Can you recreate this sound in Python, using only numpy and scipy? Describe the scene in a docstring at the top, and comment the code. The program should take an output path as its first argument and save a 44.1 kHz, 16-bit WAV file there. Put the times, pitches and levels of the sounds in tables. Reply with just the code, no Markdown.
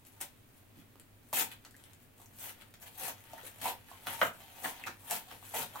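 """Tearing open an envelope

A stiff paper envelope is torn open in ten short pulls, in a small room with a faint mains hum.
Fibres snap along the tear and flex the sheet; a short, hollow mid-range ring follows each break.
Between pulls the fingers rustle on the paper, and the sheet buckles with dull pops."""
import sys
import numpy as np
from scipy import signal
from scipy.fft import rfft, irfft
from scipy.io import wavfile
from scipy.ndimage import uniform_filter1d

SR = 44100
rng = np.random.default_rng(int(sys.argv[2]) if len(sys.argv) > 2 else 0)


def transcribe(u):
    """Save the signal u as a 16-bit wav file named by the first command-line argument.

    u: samples, shape (n,) or (channels, n), limited to [-1, 1]; the rate is SR.
    q: integer samples, one column per channel.
    """
    v = np.clip(np.atleast_2d(u).T, -1, 1)
    q = np.round(v * 32767).astype(np.int16)
    wavfile.write(sys.argv[1], SR, q)


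N = 255780
TIME = np.arange(N) / SR


def tearing():
    """One stream of fibre breaks sounds directly, through the sheet and through mid-range resonances."""
    # tone colours of the bright fibres and the flexing sheet: f/Hz, level/dB
    fibre_colour = [(150, -27.5), (1000, -39.5), (3000, 2), (4300, -19.5), (5800, 0.5), (8000, 5.5),
                    (10500, 7.5), (13000, 10), (15800, 5.5)]
    sheet_colour = [(60, -38), (130, -1), (220, 6), (330, -2), (550, 3), (800, 0.5), (1100, 4.5), (1500, 9),
                    (2200, 7.5), (3100, 9.5), (4200, 2.5), (7000, -14), (16000, -83)]
    fibre_gain, sheet_gain, ring_gain = handwork()
    breaks = grains(per_s=3800, spread_db=3.5, cap=3.6)
    rubbing = amp(-8.5) * rng.standard_normal((2, N))
    rip = evened(breaks + rubbing) * unsteady(depth_db=1.0, hz=151)  # the tear catches and runs
    # under a light touch the paper gives in separate crackles; a hard pull merges them
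    crackles = grains(per_s=140, spread_db=5.0, cap=0.92)
    lightness = np.interp(20 * np.log10(fibre_gain), [-64, -48], [0.45, 0.08])
    drive = shifting(np.sqrt(1 - lightness) * rip + np.sqrt(lightness) * crackles, depth_db=2.5)
    fibres = filtered(drive * fibre_gain, coloured(fibre_colour))
    sheet = filtered(drive * sheet_gain, coloured(sheet_colour))
    ring = filtered(evened(drive.mean(0)) * ring_gain, hollow_ring())  # mono
    return amp(0.6) * fibres + amp(1) * sheet + ring


def handwork():
    """Grip, rips and rustles add in power to give the gain curves of fibres, sheet and ring."""
    # the held envelope crackles faintly all the while: t/s, level/dB
    grip = [(0, -74.5), (.35, -74), (.55, -75), (.7, -79), (1.2, -78), (1.6, -72), (2.12, -79.5),
            (2.6, -64), (2.78, -79), (2.95, -81), (3.2, -63.5), (3.8, -66), (4.33, -66.5), (4.55, -57.5),
            (4.98, -66), (5.25, -62.5), (5.4, -64), (5.8, -57)]
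    # the tear runs a little way: t/s, swell/s, ebb/s, fibre level/dB,
    # then relative to the fibres: sheet/dB, ring/dB, strain before the tear/dB
    rips = [(0.209, 0.0052, 0.01, -40.5, -5, -9.5, -22), (1.332, 0.055, 0.027, -27, -8, -17, -37.5),
            (2.393, 0.052, .055, -43, -8, -16.5, -12.5), (2.987, 0.071, 0.04, -39.5, -5.5, -10, -12),
            (3.619, 0.049, 0.028, -38, -3.5, -4, -16.5), (4.068, 0.0065, 0.084, -42, -2, -8.5, -10.5),
            (4.165, 0.066, 0.042, -43, -6.5, -6, -4), (4.635, 0.0092, 0.059, -40, -7.5, -7.5, -9.5),
            (5.104, 0.021, 0.048, -37.5, -5, -7.5, -8.5), (5.547, .014, 0.069, -36.5, -4.5, -11, -13.5)]
    # fingers slide to a new hold: middle t/s, half length/s, fibre level/dB,
    # then relative to the fibres: sheet/dB, ring/dB
    rustles = [(.068, 0.02, -62, -11, -22), (0.13, .02, -64, -11, -22), (0.576, .05, -68.5, -8, -18),
               (.785, 0.039, -65.5, -1, -15), (1.287, .035, -65, -19, -24), (1.519, 0.014, -50, 2, -16),
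               (1.838, 0.088, -65, -2, -11.5), (2.027, 0.03, -65, -5, -22), (2.215, 0.035, -58, -9, -11),
               (2.323, 0.037, -85, -11, -22), (2.618, 0.022, -66, 4.5, -4),
               (2.825, 0.016, -51, -4.5, -10.5), (2.871, 0.017, -51, -3.5, -8), (3.312, 0.03, -58, -2, -7),
               (3.386, 0.037, -57, -1.5, -4), (3.466, 0.029, -49.5, -4.5, -29),
               (3.912, 0.051, -57.5, -1, -5.5), (4.414, 0.085, -62.5, -1.5, -1), (4.72, 0.03, -56, -4, -3),
               (4.804, 0.074, -60.5, 4.5, -1), (4.87, 0.018, -56, -1, 4), (5.314, 0.04, -55.5, -1.5, 0),
               (5.476, 0.05, -53, -7.5, -24), (5.79, 0.05, -53.5, 1, 2)]
    moves = [(amp(np.interp(TIME, *np.transpose(grip))), -2, -13)]  # fibre gain, sheet/dB, ring/dB
    for start, swell, ebb, db, sheet_db, ring_db, strain_db in rips:
        moves.append((amp(db + rip_db(start, swell, ebb, strain_db)), sheet_db, ring_db))
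    for middle, half, db, sheet_db, ring_db in rustles:
        moves.append((amp(db) * np.exp(-((TIME - middle) / half) ** 2), sheet_db, ring_db))
    power = sum(np.outer(amp([0, sheet_db, ring_db]), gain) ** 2 for gain, sheet_db, ring_db in moves)
    return np.sqrt(power)


def rip_db(start, swell, ebb, strain_db):
    """Level through one rip: the strain builds, the paper gives, the tear speeds up, slows and stops."""
    strain_s, strain_rise_db = 0.1, 18
    attack_s, release_s, release_db = 0.01, 0.052, -39
    swell_db_per_s, ebb_db_per_s = 118, 89
    gives, end = start - attack_s, start + swell + ebb
    s = [gives - strain_s, gives, start, start + swell, end, end + release_s]
    db = [strain_db - strain_rise_db, strain_db, -swell_db_per_s * swell, 0, -ebb_db_per_s * ebb, release_db]
    return np.interp(TIME, s, db, left=-np.inf, right=-np.inf)


def grains(per_s, spread_db, cap):
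    """Random clicks, many small and a few large; each radiates unevenly to left and right."""
    size = amp(spread_db * np.minimum(rng.exponential(1, N), cap))
    clicks = size * rng.choice([-1, 1], N) * (rng.random(N) < per_s / SR)
    return evened(clicks * (1 + 1.39 * rng.standard_normal((2, N))))


def shifting(x, depth_db, frames=5, bins=11):
    """The tear keeps moving on to other fibres, so its colour changes from one instant to the next."""
    spectra = signal.stft(x, nperseg=256)[2]
    noise = rng.standard_normal(spectra[0].T.shape)
    patches = uniform_filter1d(uniform_filter1d(noise, frames, 0), bins, 1)
    gain = evened(amp(depth_db * np.clip(evened(patches), -2, 2)))
    return signal.istft(spectra * gain.T, nperseg=256)[1][:, :N]


def hollow_ring(size=3000):
    """A short, hollow ring near 700-900 Hz after a click, with neither deep bass nor treble."""
    # mid-range resonances of constant pitch: f/Hz, width/Hz, level/dB
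    modes = [(537, 390, -0.5), (684, 41, -9), (720, 19, 13), (790, 40, 14), (903, 40, 17),
             (1010, 540, -3.5), (1226, 150, -14), (1320, 42, -2)]
    t = np.arange(size) / SR
    ring = sum(amp(db) * width * np.exp(-np.pi * width * t) * np.cos(2 * np.pi * hz * t)
               for hz, width, db in modes)
    ring = signal.sosfilt(signal.butter(2, [380, 1600], "band", fs=SR, output="sos"), ring)
    return ring / np.linalg.norm(ring)


def snaps():
    """Fibre bundles and fingernails snap: each is a bright click with a brief splinter after it."""
    # single snaps: t/s, relative level/dB
    hits = [(0.0516, -38), (0.2126, -19), (0.216, -16), (0.9984, -33), (1.306, -48), (1.3295, -17.5),
            (1.352, -35), (1.6496, -43), (1.71, -37.5), (1.766, -36), (1.839, -35), (1.9337, -35.5),
            (2.2595, -38), (2.370, -44), (2.388, -29), (2.621, -38), (2.8006, -39), (3.0523, -25),
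            (3.466, -27.5), (3.614, -45), (4.8653, -30), (5.1102, -8), (5.552, -19), (5.567, -25),
            (5.615, -31)]
    # their tone colour: f/Hz, level/dB
    colour = [(300, 3), (1000, -14.5), (3000, -4.5), (4500, -8.5), (7500, -1.5), (11000, -3), (15800, -9.5)]
    out, t, click = np.zeros(N), np.arange(256) / SR, coloured(colour)
    for s, db in hits:
        splinter = 0.26 * rng.standard_normal(len(t)) * np.exp(-t / 0.00049)
        sound = np.convolve((t == 0) + splinter, click)
        add(out, s, peaked(sound, db))
    # snaps carry no bass below about 500 Hz
    return signal.sosfilt(signal.butter(3, 500, "high", fs=SR, output="sos"), out)


def pops():
    """The sheet flips over and flutters; a larger patch sounds lower. Gives dry sound and room send."""
    # buckles and knocks: t/s, relative level/dB, centre f/Hz, half width/octaves,
    # room send/dB (higher when the patch faces away)
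    buckles = [(0.773, -48, 213, 0.58, 1.5), (0.9567, -43.5, 480, 1.44, -9), (1.3299, -24, 773, 0.4, -9.5),
               (1.65, -37, 1490, 2.06, 0), (1.7435, -47.5, 1800, 0.17, -9), (1.751, -46, 1800, 0.17, -8),
               (2.199, -49, 800, 0.36, -1), (2.74, -37.5, 1270, 1.8, -0.5), (3.3336, -34, 764, 0.23, -3),
               (3.379, -44, 1630, 0.34, 6), (3.434, -45.5, 417, 0.29, -5), (3.615, -29.5, 1020, 2.3, 4.5),
               (3.6551, -21, 790, 0.31, -2), (3.915, -35.5, 885, 0.4, -7), (4.070, -19.5, 1350, 1.11, -1),
               (4.2146, -15.5, 2390, 0.48, 1.5), (4.2159, -10, 913, 0.85, 1), (4.2293, -22, 750, 1.1, -13),
               (4.6436, -29, 1170, 1.09, 11.5), (4.8385, -25.5, 2200, 0.32, -6),
               (4.867, -30, 950, 1.68, 8.5), (5.114, -26.5, 790, 0.34, -2.5), (5.309, -38, 1360, 1.17, 6),
               (5.427, -42.5, 725, 0.67, -3.5), (5.5387, -30.5, 745, 0.37, 2.5),
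               (5.757, -28.5, 840, 0.62, -1)]
    near, send, t = np.zeros(N), np.zeros(N), np.arange(1024) / SR
    thump = band_click(centre_hz=241, octaves=0.58)
    for s, db, centre_hz, octaves, room_db in buckles:
        flutter = evened(rng.standard_normal(len(t))) * np.exp(-t / 0.0023)
        body = np.convolve((t == 0) + 0.1 * flutter, band_click(centre_hz, octaves))
        crackle = (t == 0) + 0.14 * flutter
        sound = peaked(body, db)
        add(sound, 0, peaked(crackle, min(db + 3, -28)))  # fibres crack too, but only so many
        add(sound, 0.00707, peaked(thump, db - 24.5))  # the whole envelope follows with a soft push
        add(near, s, sound)
        add(send, s, amp(room_db) * sound)
    return near, send


def room(x, positions=7, moves_per_s=9):
    """Hands and envelope move, so the sound crossfades from one set of reflections to the next."""
    place = TIME * moves_per_s % positions
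    out = np.zeros((2, N))
    for k in range(positions):
        away = abs((place - k + positions / 2) % positions - positions / 2)
        fade = np.cos(np.pi / 2 * np.minimum(away, 1))
        out += filtered(x * fade, reflections())
    return out


def reflections(size=20000):
    """A few early echoes and a short diffuse stereo tail for one position of the paper."""
    # room decay: f/Hz, T60/s
    decay = [(150, 0.36), (500, 0.25), (1400, 0.24), (3700, 0.24), (10000, 0.16), (16000, 0.2)]
    # bounces off the lap and near walls: delay/s, level/dB
    echoes = [(.0021, -16.5), (.0064, -15.5), (.0083, -19.5), (0.0148, -12.5)]
    hz, t, spectra = signal.stft(rng.standard_normal((2, size)), SR, nperseg=256)
    alike = read([(150, 0.68), (600, 0.91), (1400, 0.037)], hz)[:, None]  # long waves reach both sides
    spectra[1] = alike * spectra[0] + np.sqrt(1 - alike ** 2) * spectra[1]
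    tail = signal.istft(spectra * amp(-60 * t / read(decay, hz)[:, None]), SR, nperseg=256)[1]
    tail *= 1 - np.exp(-np.arange(tail.shape[1]) / SR / 0.0011)  # soft onset
    tail /= np.linalg.norm(tail, axis=1, keepdims=True)
    soft_click = signal.windows.hann(5)[1:-1]
    for delay, db in echoes:
        for channel in tail:
            add(channel, delay + rng.uniform(-0.0007, 0.0007), amp(db) * soft_click)
    return tail


def room_tone(air_db=-60.5, hum_hz=99.2, hum_db=-73):
    """Low rumble and thin hiss, with a faint, wavering mains hum."""
    # tone colour of the still room: f/Hz, relative level/dB
    colour = [(20, -11.5), (45, -9.5), (70, -14.5), (102, 0), (135, -11.5), (170, -14.5), (250, -9),
              (350, -16.5), (600, -19.5), (1000, -24), (2500, -26), (5500, -35), (9000, -32.5),
              (13000, -31.5), (15800, -27.5)]
    hz = np.fft.rfftfreq(N, 1 / SR)
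    left, other = rfft(rng.standard_normal((2, N))) * amp(read(colour, hz))
    alike = read([(100, 0.87), (500, 0.35), (2000, 0.051)], hz)  # centred rumble, wide hiss
    right = alike * left + np.sqrt(1 - alike ** 2) * other
    air = irfft(np.array([left, right]), N)
    hum = np.sqrt(2) * np.sin(2 * np.pi * hum_hz * TIME) * unsteady(depth_db=3.0, hz=11)
    return amp(air_db) * evened(air) + amp(hum_db) * hum * amp([[-1], [1]])


def unsteady(depth_db, hz):
    """A gain that wanders at random, of mean power 1."""
    wander = signal.sosfilt(signal.butter(2, hz, fs=SR, output="sos"), rng.standard_normal(N))
    return evened(amp(depth_db * np.clip(evened(wander), -2, 2)))


def pulse(gain_at, size=2048):
    """The sharpest causal click with the given spectrum, of unit energy."""
    hz = abs(np.fft.fftfreq(size, 1 / SR))
    log_gain = np.log(np.maximum(gain_at(hz), 1e-5))
    spectrum = np.exp(np.conj(signal.hilbert(log_gain)))  # minimum phase
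    click = np.fft.ifft(spectrum).real[:size // 2]
    return click / np.linalg.norm(click)


def coloured(points):
    """A click with the tone colour of a table of f/Hz, level/dB."""
    return pulse(lambda hz: amp(read(points, hz)))


def band_click(centre_hz, octaves):
    """A click confined to a band of the given half width."""
    return pulse(lambda hz: (1 + (np.log2((hz + 1) / centre_hz) / octaves) ** 6) ** -0.5)


def filtered(x, response):
    """A sound played through an impulse response, cut to the scene's length."""
    return signal.oaconvolve(np.atleast_2d(x), np.atleast_2d(response), axes=1)[:, :N]


def amp(db):
    """Decibels as a gain."""
    return 10 ** (np.asarray(db) / 20)


def evened(x):
    """Scaled to mean power 1."""
    return x / np.sqrt(np.mean(x ** 2) + 1e-20)


def peaked(x, db):
    """Scaled to the given peak level."""
    return amp(db) * x / abs(x).max()


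def read(points, hz):
    """A curve through the points on a log-frequency axis."""
    f, value = np.transpose(points)
    return np.interp(np.log(hz + 1), np.log(f + 1), value)


def add(mix, s, sound):
    """Mix a sound in at s seconds."""
    part = mix[max(round(s * SR), 0):][:len(sound)]
    part += sound[:len(part)]


def scene():
    """The paper in its room: its treble leans left, its body right, and the left side leads."""
    # stereo lean of the paper: f/Hz, left minus right level/dB
    balance = [(100, -3), (700, -3), (1300, -0.5), (2400, 2), (4400, 1.5), (8000, 7.5), (15000, 2)]
    tear = amp(-3) * tearing()
    snap = amp(-2.5) * snaps()
    pop, pop_send = pops()
    direct = tear + snap + amp(-4) * pop
    paper = direct + room(amp(0.5) * (tear + snap) + amp(-1.5) * pop_send)
    # the paper's sound carries no deep bass below about 95 Hz
    paper = signal.sosfilt(signal.butter(3, 95, "high", fs=SR, output="sos"), paper)
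    hz = np.fft.rfftfreq(N, 1 / SR)
    lean_db = read(balance, hz) / 2
    lead_rad = read([(300, 0.17), (800, 0.18), (2500, 0.51), (8000, 0.87)], hz)
    pan = np.array([amp(lean_db) * np.exp(1j * lead_rad), amp(-lean_db)])
    return irfft(rfft(paper) * pan, N) + room_tone()


def record(dry):
    """A steep low-pass trims the very top of the treble."""
    low_pass = signal.firwin(511, 15930, window=("kaiser", 9), fs=SR)
    return signal.oaconvolve(dry, low_pass[None], "same")


dry = scene()
out = record(dry)
transcribe(out)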